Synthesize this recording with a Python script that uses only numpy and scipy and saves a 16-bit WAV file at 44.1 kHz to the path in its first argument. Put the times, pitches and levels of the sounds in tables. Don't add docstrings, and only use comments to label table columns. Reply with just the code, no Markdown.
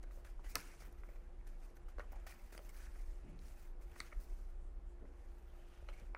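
import sys
import numpy as np
from scipy import signal
from scipy.io import wavfile
from scipy.ndimage import uniform_filter1d

SR = 44100
rng = np.random.default_rng(int(sys.argv[2]) if len(sys.argv) > 2 else 0)


def elevation(decibels):
    levels = np.asarray(decibels, float)
    return 10 ** (levels / 20)


def unload_audio(sound):
    columns = np.transpose(np.atleast_2d(sound))
    steps = np.round(np.clip(columns, -1, 1) * 32767)
    wavfile.write(sys.argv[1], SR, steps.astype(np.int16))


N = 272097
STEP = 32
FALL_DB = 12

# (f/Hz, level/dB per Hz)
WASH = [(45, -38.5), (72, 4), (95, -11), (210, -13), (315, -14.5), (550, -15.5), (800, -19.5),
        (1050, -22.5), (1800, -28), (2700, -36), (3600, -40), (6000, -45), (11000, -47.5), (16000, -38.5)]
# (f/Hz, width/Hz, level/dB)
DUCT_MODES = [
    [(27.52, 7.9, -0.5), (35.92, 10.3, -3.5)],
    [(57.64, 9, -0.5), (68, 13, -17.5)],
]
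# (peak t/s, level/dB, half length/s)
SURGES = [(0.07, -48.5, 0.16), (0.415, -46.5, 0.17), (0.664, -53.5, 0.031), (0.842, -54.5, 0.12),
          (1.003, -43.5, 0.038), (1.143, -49.5, 0.1), (1.29, -50, 0.036), (1.487, -50, 0.23),
          (1.616, -53, 0.054), (1.856, -44.5, 0.023), (1.965, -46.5, 0.052), (2.144, -49, 0.16),
          (2.447, -49.5, 0.045), (2.712, -53, 0.27), (3.05, -45.5, 0.19), (3.35, -53, 0.15),
          (3.516, -54.5, 0.1), (3.67, -49, 0.11), (3.822, -50.5, 0.16), (4.166, -37.5, 0.016),
          (4.31, -45.5, 0.073), (4.502, -49, 0.47), (4.8, -52, 0.23), (5.042, -51, 0.041),
          (5.257, -52.5, 0.13), (5.57, -56.5, 0.19), (5.874, -49, 0.11), (6.048, -47.5, 0.17)]
# (peak t/s, level/dB)
THROBS = [(.05, -74), (.2, -59.5), (.5, -62), (.72, -72), (.91, -59), (1.3, -60.5), (1.51, -75),
          (1.82, -60), (2.03, -55.5), (2.2, -58), (2.589, -67), (2.84, -55), (3.1, -57), (3.27, -61),
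          (3.441, -56.5), (3.9, -57), (4.2, -61), (4.38, -59), (4.62, -56), (4.8, -57.5), (4.96, -58),
          (5.15, -58.5), (5.329, -57.5), (5.47, -58.5), (5.8, -56.5), (6.1, -58)]
THROB_HALF_S = 0.13
DEEP_LULL_DB, UPPER_LULL_DB = -60, -71.5
LEAD = 6000
# (f/Hz, width/Hz, level/dB)
WHINE = [(349, 12, -72.5), (796, 16, -86)]
# (f/Hz, t60/s)
ROOM = [(250, 0.79), (1000, 0.2), (4000, 0.17), (12000, 0.1)]

# (f/Hz, width/Hz, level/dB)
WALL = [(130, 37, -7.5), (163.3, 59, -2), (185, 5.2, -3.5), (242, 91, -1.5), (297, 86, -13.5),
        (361, 81, -26.5), (385, 33, -21.5)]
# (t/s, level/dB, rise/s, t60/s, pitch factor)
THUDS = [
    (0.553, -56.5, 0.0043, 0.19, 0.75),
    (0.864, -64.5, 0.014, 0.24, 1.6),
    (3.222, -55.5, 0.031, 0.76, 0.92),
    (3.29, -78, 0.026, 0.42, 0.85),
    (3.984, -59.5, 0.013, 0.051, 1.16),
    (5.005, -59.5, 0.02, 0.41, 1.54),
    (6.014, -57, 0.011, 0.1, 1.25),
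]

# (f/Hz, width/Hz, level/dB)
DESK = [
    [(1253, 770, -10.5), (1520, 600, -13)],
    [(1986, 450, -3.5), (2527, 630, -15.5), (1866, 230, -13)],
    [(840, 850, -3), (546, 320, 0), (280, 330, -4.5)],
]
# (f/Hz, width/Hz, level/dB)
CRACK = [(2840, 1800, 9.5), (4240, 1050, 2.5), (5830, 1200, 6), (7080, 1100, -2.5), (8600, 1700, -1.5),
         (11430, 3400, 12), (15770, 2400, -9.5)]
# (t/s, middle ring peak level/dB, then upper ring, crack and low ring level/dB re it)
KNOCKS = [(0.393, -76.5, -8, -24, 20), (0.55, -50.5, 2, -25, 1), (.559, -49, -8, -17, -14),
          (0.566, -40, -9, -21.5, -9), (1.0348, -48.5, -3, -40, -10), (1.0887, -63, 6.5, -22, 4.5),
          (1.8825, -59, -26, -27, -7), (1.9833, -43.5, -13, -14, -3.5), (1.9954, -37.5, -19, -9, -6),
          (2.001, -50, 4, -30, -15), (2.0038, -40.5, -6.5, -32, -16), (2.0065, -51, -4, -30, -15),
          (2.1303, -66.5, 7, -12, 6), (2.2665, -49, -2, -14, -22), (2.2715, -59, 8, -21, -20),
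          (2.3225, -66, 16, -14, -12), (2.524, -62, 2, -12, 5), (2.5908, -58.5, 1, -15, 6),
          (2.9574, -63, 4.5, -16, 1), (3.9605, -51, -3, -18, -7.5), (4.1175, -61.5, 10, -17, -25),
          (4.1237, -48.5, -5, -21, -12), (4.1268, -51, 6.5, -21.5, -7), (5.0522, -66, -3, -21.5, 3.5),
          (6.0203, -70, 7, -13, 3)]
KNOCK_CRACK_HZ = 4320
# (t/s, middle ring peak level/dB, crack level/dB re it, crack f/Hz, low ring level/dB re it)
BUCKLES = [(0.0367, -56, -2.5, 3930, -3.5), (.109, -54.5, -15, 4000, -17), (.173, -65.5, -8, 4000, 11),
           (0.2485, -54, 2, 3750, -13), (0.443, -65, -8, 4500, 7), (0.8207, -56.5, -4, 5800, -1),
           (0.9258, -65, 11, 11200, -2), (1.1588, -58.5, -7, 4660, -12), (1.4754, -61.5, 8.5, 11600, -12),
           (1.768, -56.5, -2, 5350, -26), (2.119, -58, -17, 4400, -1), (2.1593, -56, -5, 5950, -8),
           (2.549, -51.5, -12, 6000, -1), (3.3905, -68.5, 13, 4440, -5), (5.823, -72, -3, 3660, 12),
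           (5.998, -63.5, 10, 6000, -3)]
BUCKLE_UPPER_DB = -3
# (t/s, peak level/dB, f/Hz, width/Hz)
RINGS = [(.5545, -40.5, 2090, 230), (.5547, -43, 1320, 230), (.5547, -41, 1730, 157),
         (.5543, -40.5, 2520, 290), (.5545, -45.5, 2870, 350), (5.8865, -63, 2870, 440),
         (2.27, -63, 1130, 440), (2.598, -61, 600, 130), (.5925, -59, 1410, 200), (1.089, -60, 630, 250),
         (5.887, -59, 940, 260), (.5545, -57.5, 99, 33), (.557, -50, 285, 120), (.559, -50.5, 457, 123),
         (.568, -56.5, 299, 109.8), (.5645, -48, 1040, 180), (1.8835, -60, 1230, 250),
         (1.9965, -66, 4100, 500), (2.019, -62, 1200, 250), (2.5795, -56, 2120, 500),
         (3.24, -64.5, 121.6, 25), (5.886, -53.5, 560, 170), (5.8865, -57.5, 2250, 400),
         (5.8865, -64.5, 4100, 300), (5.5875, -66.5, 620, 90), (6.148, -50, 1350, 400)]

# (f/Hz, width/Hz, level/dB)
SLAP = [(1650, 150, -12), (2930, 180, -8), (4400, 260, -6.5), (5000, 330, -7.5), (5780, 540, -4.5),
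        (6000, 170, -15), (7860, 400, -21), (8730, 720, -15.5), (9500, 480, -12), (11200, 470, -11),
        (12340, 500, -16), (13660, 550, -15), (14560, 420, -16), (15500, 360, -15)]
# (f/Hz, width/Hz, level/dB)
FLICK = [(1330, 250, 0), (2200, 270, -11), (2800, 250, -11), (4000, 420, -11), (5930, 440, -18),
         (7400, 400, -37)]
# (f/Hz, width/Hz, level/dB)
KNUCKLE = [(1240, 290, -2), (1630, 190, -14), (2200, 220, 0), (2550, 340, -16), (4570, 650, -24),
           (7500, 1300, -44), (9800, 700, -37)]
# (f/Hz, width/Hz, level/dB)
CLICK = [(1300, 140, 0.5), (2070, 176, 0.5), (4210, 360, -7.5), (5820, 310, -13), (7200, 400, -20),
         (8400, 540, -18), (9870, 450, -25)]
# (f/Hz, width/Hz, level/dB)
SNAP = [(2150, 330, -1.5), (3000, 280, -5), (4770, 270, -2), (6000, 300, -10), (7100, 240, -18),
        (8000, 280, -13), (9370, 300, -5), (10350, 350, -12), (11400, 300, -19)]
# (t/s, peak level/dB, chatter share, chatter t60/s,
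# modes of desk and object (f/Hz, width/Hz, level/dB))
BLOWS = [
    (0.5549, -20, 0.072, 0.012, [(280, 81, -20), (600, 140, -13.5), (800, 110, -10.5), (1266, 130, -6), (3470, 440, -13.5)] + SLAP),
    (2.5773, -40.5, 0.17, 0.013, [(600, 230, 1), (1300, 210, -11)] + SNAP),
    (4.0027, -33, .1, 0.0055, [(280, 97, -14)] + CLICK),
    (5.8864, -44, 0.28, 0.028, [(570, 83, -3), (910, 130, 1)] + FLICK),
    (6.1476, -34.5, 0.067, 0.019, [(790, 260, -1)] + KNUCKLE),
]
DESK_BAND_HZ, DESK_LAG_S = (1100, 3100), 0.0008

# (t/s, peak level/dB, f/Hz)
POPS = [(.031, -64, 6600), (.0362, -65, 11600), (.038, -64, 7430), (.5575, -44, 5750), (.5595, -51, 8930),
        (.5635, -48, 11950), (.5672, -51, 5500), (.5705, -46.5, 8000), (0.578, -54, 5230),
        (0.583, -46, 11200), (0.583, -47, 4670), (.5898, -52, 5000), (.590, -54, 9500), (.591, -48, 1400),
        (.5955, -50.5, 10800), (.6022, -49, 10900), (.6035, -49, 5300), (.6108, -48, 11200),
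        (.6115, -51, 6200), (1.4685, -64, 1500), (1.468, -68, 8000), (3.3896, -69, 2500),
        (1.9952, -54, 2800), (2.031, -58, 1300), (2.042, -57, 1100), (1.412, -65, 2000), (3.483, -62, 4510),
        (.597, -53, 2350), (.186, -60, 900), (2.167, -62, 700), (3.3905, -63.5, 4200), (2.131, -50, 790),
        (2.145, -56, 840), (2.16, -52.5, 750), (2.529, -64, 6200), (2.693, -54, 8200), (2.745, -61, 2300),
        (2.777, -60, 2450), (2.803, -65, 1600), (2.818, -64, 1590), (2.841, -59, 1680), (2.868, -58, 1690),
        (2.592, -61, 3000), (4.0163, -57, 3600), (4.028, -64, 1700), (5.899, -64, 2500),
        (6.1615, -60, 2280), (6.1665, -50, 1300)]
POP_WIDTH_HZ, POP_WIDENS = 500, 0.18
# (loudest t/s, level/dB, half length/s, f/Hz, width/Hz)
SCUFFS = [(.47, -69, 0.036, 1950, 300), (.515, -68.5, .03, 2350, 300), (.64, -71, .07, 1350, 350),
          (.72, -73, 0.055, 2200, 500), (0.71, -74, .02, 1800, 550), (2.35, -74, 0.049, 2300, 600),
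          (2.82, -71.5, 0.11, 1600, 600), (3.3, -79, 0.085, 2500, 500), (4.9, -86, .05, 7500, 3500),
          (4.65, -86, .09, 7900, 4100), (5.5, -84.5, .04, 3300, 900), (5.61, -81.5, .06, 2900, 760),
          (5.74, -79, 0.12, 2840, 1700), (5.6, -74, 0.042, 660, 400), (5.88, -68, .012, 830, 1000),
          (.6, -71, .05, 2300, 500), (6.01, -76, .03, 2100, 1200), (5.96, -80, .07, 2800, 900),
          (3.8, -70, .015, 560, 710), (2.155, -72, 0.045, 770, 300), (2.285, -70, .03, 1500, 900),
          (.03, -74, .08, 170, 120)]

# (f/Hz, level/dB per Hz)
HISS = [(1650, -24), (2800, -27), (3540, -7.5), (4600, -3), (6430, -2), (7120, -4), (10200, -5.5),
        (11800, -3.5), (15100, 3), (16500, -6.5)]
# (f/Hz, level/dB per Hz)
RUB = [(350, -14), (750, -1.5), (1100, -5), (1550, -1), (2300, -3.5), (2750, -7.5), (3200, -11),
       (5000, -31.5)]
# (start t/s, hiss level/dB, coast/s, rub level/dB re hiss, edge flutter level/dB re hiss)
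JERKS = [(.027, -70.5, 0.0053, 2, -15), (0.111, -76, .11, -3, -2), (0.245, -75, 0.093, 5, -6),
         (0.44, -72, 0.073, 5.5, -9), (0.554, -64.5, 0.13, 5, -5), (1.468, -73.5, 0.047, 2, -16),
         (1.882, -76, 0.042, 6.5, -6), (1.983, -79, 0.068, 10.5, -11), (2.118, -72.5, 0.016, 4, 3),
         (2.265, -65, 0.083, 4.5, -3.5), (2.521, -69, 0.081, 1, -2), (2.69, -67.5, 0.014, 1, -2),
         (3.388, -82, 0.058, 4, -19), (3.809, -75, 0.042, 3.5, -4), (4.199, -71, 0.073, -4, 0),
         (5.886, -77.5, 0.031, 13, -21)]
JERK_RISE_S = 0.0029
# (fastest t/s, hiss level/dB, half length/s, rub level/dB re hiss, edge flutter level/dB re hiss)
STROKES = [(0.506, -65.5, 0.027, -3, -3), (0.668, -71, 0.22, 1, -13), (0.813, -66, 0.022, 2.5, -7),
           (0.861, -77.5, 0.033, 9.5, 3), (1.08, -85, 0.18, 8, -1.5), (1.56, -85.5, 0.085, 5, -4),
           (1.656, -79, 0.078, 2, -8), (1.765, -79, 0.016, 1, 2), (2.175, -82.5, 0.1, 11.5, -7.5),
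           (2.426, -78, 0.16, 5, -2), (2.655, -75, 0.06, 4.5, 0), (2.77, -71.5, 0.055, 2, 0),
           (2.834, -70.5, 0.074, 2, -9), (2.985, -77, 0.09, 1.5, -5), (3.085, -79, 0.16, -1, -9),
           (3.477, -73, 0.078, 1, -6), (3.606, -77, 0.11, 4, -1.5), (3.91, -82, 0.082, 8.5, -2),
           (3.994, -69, 0.039, -16, -6), (4.035, -71.5, 0.1, 5, -8), (4.297, -78, 0.24, 1, -6.5),
           (5.52, -90.5, 0.35, 4, 1), (5.737, -98, 0.12, 12, -7), (5.974, -78, 0.11, 7.5, -8)]
# (t/s, hiss level/dB)
CREEP = [(0, -88), (1.3, -91), (1.8, -89.5), (2.2, -88), (3.3, -84), (3.75, -97), (4.5, -99), (4.7, -98),
         (4.85, -100), (5.05, -90), (5.2, -86), (5.5, -89), (5.75, -82), (6.17, -93)]
CREEP_RUB_DB, CREEP_EDGE_DB = 7, -10.5


def evened(x):
    return x / np.sqrt(np.mean(x ** 2) + 1e-30)


def read(points, hz):
    f, value = np.transpose(points)
    return np.interp(np.log(hz + 1), np.log(f + 1), value)


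def filled(control):
    return np.interp(np.arange(N) / STEP, np.arange(len(control)), control)


def add(mix, s, sound):
    part = mix[round(s * SR):][:len(sound)]
    part += sound[:len(part)]


def swell(s, db, rise, fall):
    t = np.arange(0, N + STEP, STEP) / SR - s
    drop_db = FALL_DB * np.minimum((t / np.where(t < 0, rise, fall)) ** 2, 20)
    return elevation(db - drop_db) ** 2


def resonate(x, hz, width):
    turn = np.exp(2j * np.pi * hz * np.arange(len(x)) / SR)
    r = np.exp(-np.pi * width / SR)
    return 2 * (turn * signal.lfilter([1 - r], [1, -r], x / turn)).real


def resonate_twice(x, hz, width):
    return resonate(resonate(x, hz, width), hz, width)


def ring(modes, blow, order=2, lag=0):
    out = 0
    for k, (f, w, db) in enumerate(modes):
        turn = np.exp(2j * np.pi * f * np.arange(len(blow)) / SR)
        r = np.exp(-np.pi * w / SR)
        late = lag if DESK_BAND_HZ[0] < f < DESK_BAND_HZ[1] else 0
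        push = np.pad(blow, (late, 0))[:len(blow)]
        smooth = signal.sosfilt([[1 - r, 0, 0, 1, -r, 0]] * order, push / turn)
        out = out + (-1) ** k * elevation(db) * (turn * smooth).real / w
    return out / abs(out).max()


def patchy(points, patch_db, size, count):
    frames, hz = 4 * N // size + 5, np.fft.rfftfreq(size, 1 / SR)
    a, b, patches = rng.standard_normal((frames, len(hz), 3)).T
    patches = uniform_filter1d(patches, size=count, axis=0)
    patches = evened(uniform_filter1d(patches, size=8, axis=1))
    z = (a + 1j * b) * elevation(read(points, hz)[:, None] + patch_db * patches)
    return evened(signal.istft(z, nperseg=size, noverlap=3 * size // 4)[1][:N])


def duct_swell():
    deep = elevation(DEEP_LULL_DB) ** 2 + sum(swell(s, db, half, half) for s, db, half in SURGES)
    upper = elevation(UPPER_LULL_DB) ** 2 + sum(swell(s, db, THROB_HALF_S, THROB_HALF_S) for s, db in THROBS)
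    return [filled(10 * np.log10(power)) for power in (deep, upper)]


def duct(modes, db):
    hz, draught = modes[0][0], rng.standard_normal(N + LEAD)
    lump = sum(elevation(level) * evened(resonate_twice(draught, f, w)) for f, w, level in modes)
    lump = lump / np.sqrt(uniform_filter1d(lump ** 2, size=4000) + 0.048 * np.mean(lump ** 2))
    gain = np.pad(elevation(db), (LEAD, 0), "edge")
    return resonate_twice(gain * evened(lump), hz, 35)[LEAD:]


def whine(hz, width, db):
    steady = np.sqrt(2) * np.sin(2 * np.pi * hz * np.arange(N) / SR)
    waver = evened(resonate(rng.standard_normal(N), hz, width))
    return elevation(db) * (0.83 * steady + 0.26 * waver)


def air():
    out = elevation(-67.5) * patchy(WASH, 1.5, size=2048, count=5)
    for modes, db in zip(DUCT_MODES, duct_swell()):
        out = out + duct(modes, db)
    for row in WHINE:
        out = out + whine(*row)
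    return out


def room(x):
    taps = np.zeros(SR // 2)
    at = np.arange(100, len(taps) - 20, 20)
    taps[at + rng.integers(0, 20, len(at))] = rng.choice([-1., 1.], len(at))
    hz, t, z = signal.stft(taps, SR, nperseg=256)
    tail = signal.istft(z * elevation(-60 * t / read(ROOM, hz)[:, None]), SR, nperseg=256)[1]
    return signal.fftconvolve(x, tail / np.linalg.norm(tail))[:N]


def thud(db, rise, t60, factor):
    t = np.arange(SR // 2) / SR
    push = rng.standard_normal(len(t))
    boom = sum(elevation(level) * evened(resonate_twice(push, f * factor, w * factor)) for f, w, level in WALL)
    fade = elevation(db - 60 * np.maximum(t - rise, 0) / t60)
    return fade * np.minimum(t / rise, 1) * evened(boom)


def tap(peak_db, upper_db, crack_db, crack_hz, low_db, chance):
    t = np.arange(len(chance)) / SR
    softness = np.clip((-38 - peak_db) / 16, 0, 1)
    chatter = (0.05 + 0.086 * softness) * chance * elevation(-60 * t / (0.012 + 0.012 * softness))
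    blow = (t == 0) + chatter
    rings = []
    for modes in DESK:
        shifted = [(f * (1 + 0.012 * chance[k]), 1.35 * w, db) for k, (f, w, db) in enumerate(modes)]
        rings.append(ring(shifted, blow, order=3))
    middle, upper, low = rings
    crack = ring([(f, w, db - 8 * abs(np.log2(f / crack_hz))) for f, w, db in CRACK], blow)
    mix = middle - elevation(upper_db) * upper + elevation(crack_db) * crack + elevation(low_db + 5.0) * low
    return elevation(peak_db - 2.5) * mix


def strike(peak_db, share, t60, modes):
    t = np.arange(3000) / SR
    blow = (t == 0) + share * rng.standard_normal(len(t)) * elevation(-60 * t / t60)
    broad = [(f, 3.9 * w, db + 20 * np.log10(w)) for f, w, db in modes]
    return elevation(peak_db) * ring(broad, blow, order=4, lag=round(DESK_LAG_S * SR))


def desk_ring(peak_db, hz, width):
    return elevation(peak_db) * ring([(hz, width, 0)], np.arange(SR // 8) == 0, order=3)


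def pop(peak_db, hz):
    return elevation(peak_db) * ring([(hz, POP_WIDTH_HZ + POP_WIDENS * hz, 0)], np.arange(500) == 0, order=3)


def contacts():
    out = np.zeros(N)
    rows = [(s, db, upper, crack, KNOCK_CRACK_HZ, low) for s, db, upper, crack, low in KNOCKS]
    rows += [(s, db, BUCKLE_UPPER_DB, crack, hz, low) for s, db, crack, hz, low in BUCKLES]
    for (s, *row), chance in zip(rows, rng.standard_normal((len(rows), 2000))):
        add(out, s + 0.00033, tap(*row, chance))
    for table, sound in ((BLOWS, strike), (POPS, pop), (RINGS, desk_ring)):
        for s, *row in table:
            add(out, s, sound(*row))
    return out


def scuffs():
    out, fibres = np.zeros(N), rng.standard_normal(SR)
    for k, (s, db, half, hz, width) in enumerate(SCUFFS):
        t = np.arange(-2 * half, 2 * half, 1 / SR)
        grain = np.roll(fibres, k * 1024)[:len(t)]
        add(out, s + t[0], elevation(db - FALL_DB * (t / half) ** 2) * evened(resonate_twice(grain, hz, width)))
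    return out


def crinkle(low_hz, high_hz, count, ring_s):
    out, t = np.zeros(N), np.arange(400) / SR
    for hz in np.geomspace(low_hz, high_hz, num=count):
        sizes = elevation(3.9 * np.minimum(rng.exponential(1, N), 4))
        sizes = sizes * (rng.random(N) < 22 / SR)
        grain = np.sin(2 * np.pi * hz * t) * t * np.exp(-t / ring_s)
        out += signal.oaconvolve(sizes, grain)[:N]
    return evened(out)


def handling():
    moves = [(swell(s + JERK_RISE_S, db, JERK_RISE_S, coast), *colour) for s, db, coast, *colour in JERKS]
    moves += [(swell(s, db, half, half), *colour) for s, db, half, *colour in STROKES]
    creep_s, creep_db = np.transpose(CREEP)
    creep = elevation(np.interp(np.arange(N) / SR, creep_s, creep_db)) ** 2
    hiss = creep + filled(sum(power for power, _, _ in moves))
    rub = creep * elevation(2 * CREEP_RUB_DB) + filled(sum(power * elevation(2 * db) for power, db, _ in moves))
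    top = creep * elevation(2 * CREEP_EDGE_DB) + filled(sum(power * elevation(2 * db) for power, _, db in moves))
    return np.sqrt([hiss, rub, top])


def slide():
    hiss_gain, rub_gain, top_gain = handling()
    slips = elevation(3.0 * np.minimum(rng.exponential(1, N), 3))
    slips = slips * (rng.random(N) < 300 / SR)
    slips = signal.lfilter([1], [1, -np.exp(-1 / (0.0058 * SR))], slips)
    flicker = evened(1 + 0.21 * slips)
    hiss = patchy(HISS, 1.7, size=256, count=6)
    top = evened(signal.sosfilt(signal.butter(8, 10500, "high", fs=SR, output="sos"), hiss))
    body = evened(signal.sosfilt(signal.butter(8, 10500, fs=SR, output="sos"), hiss))
    rub = patchy(RUB, 2.8, size=512, count=4)
    friction = flicker * (hiss_gain * body + top_gain * top + rub_gain * rub)
    bright = elevation(-14) * hiss_gain * crinkle(4200, 13000, count=9, ring_s=0.0004)
    dull = elevation(-13.5) * rub_gain * crinkle(1275, 2580, count=6, ring_s=0.00081)
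    return friction + bright + dull


def scene():
    far = np.zeros(N)
    for s, *row in THUDS:
        add(far, s, thud(*row))
    near = contacts()
    return (air() + far + near + elevation(-15.0) * room(near) + scuffs() + slide())[None]


def roll_off(x):
    return signal.sosfilt(signal.butter(12, 16810, fs=SR, output="sos"), x)


def record(dry):
    hz, t, z = signal.stft(dry[0], SR, nperseg=2048)
    band = np.floor((hz - 12060) / 690)
    for k in range(6):
        power = 2 * np.mean(abs(z[band == k]) ** 2, axis=0) * 32 / 1.5
        level_db = 10 * np.log10(power + 1e-20)
        gate_db = -98 + 1.4 * k
        z[band == k] *= np.clip((level_db - gate_db) / 0.55, 0, 1)
    gated = signal.istft(z, SR, nperseg=2048)[1][:N]
    low_pass = signal.firwin(511, 15830, window=("kaiser", 7), fs=SR)
    limited = signal.oaconvolve(gated, low_pass, "same")
    return roll_off(limited[None])


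dry = scene()
out = record(dry)
unload_audio(out)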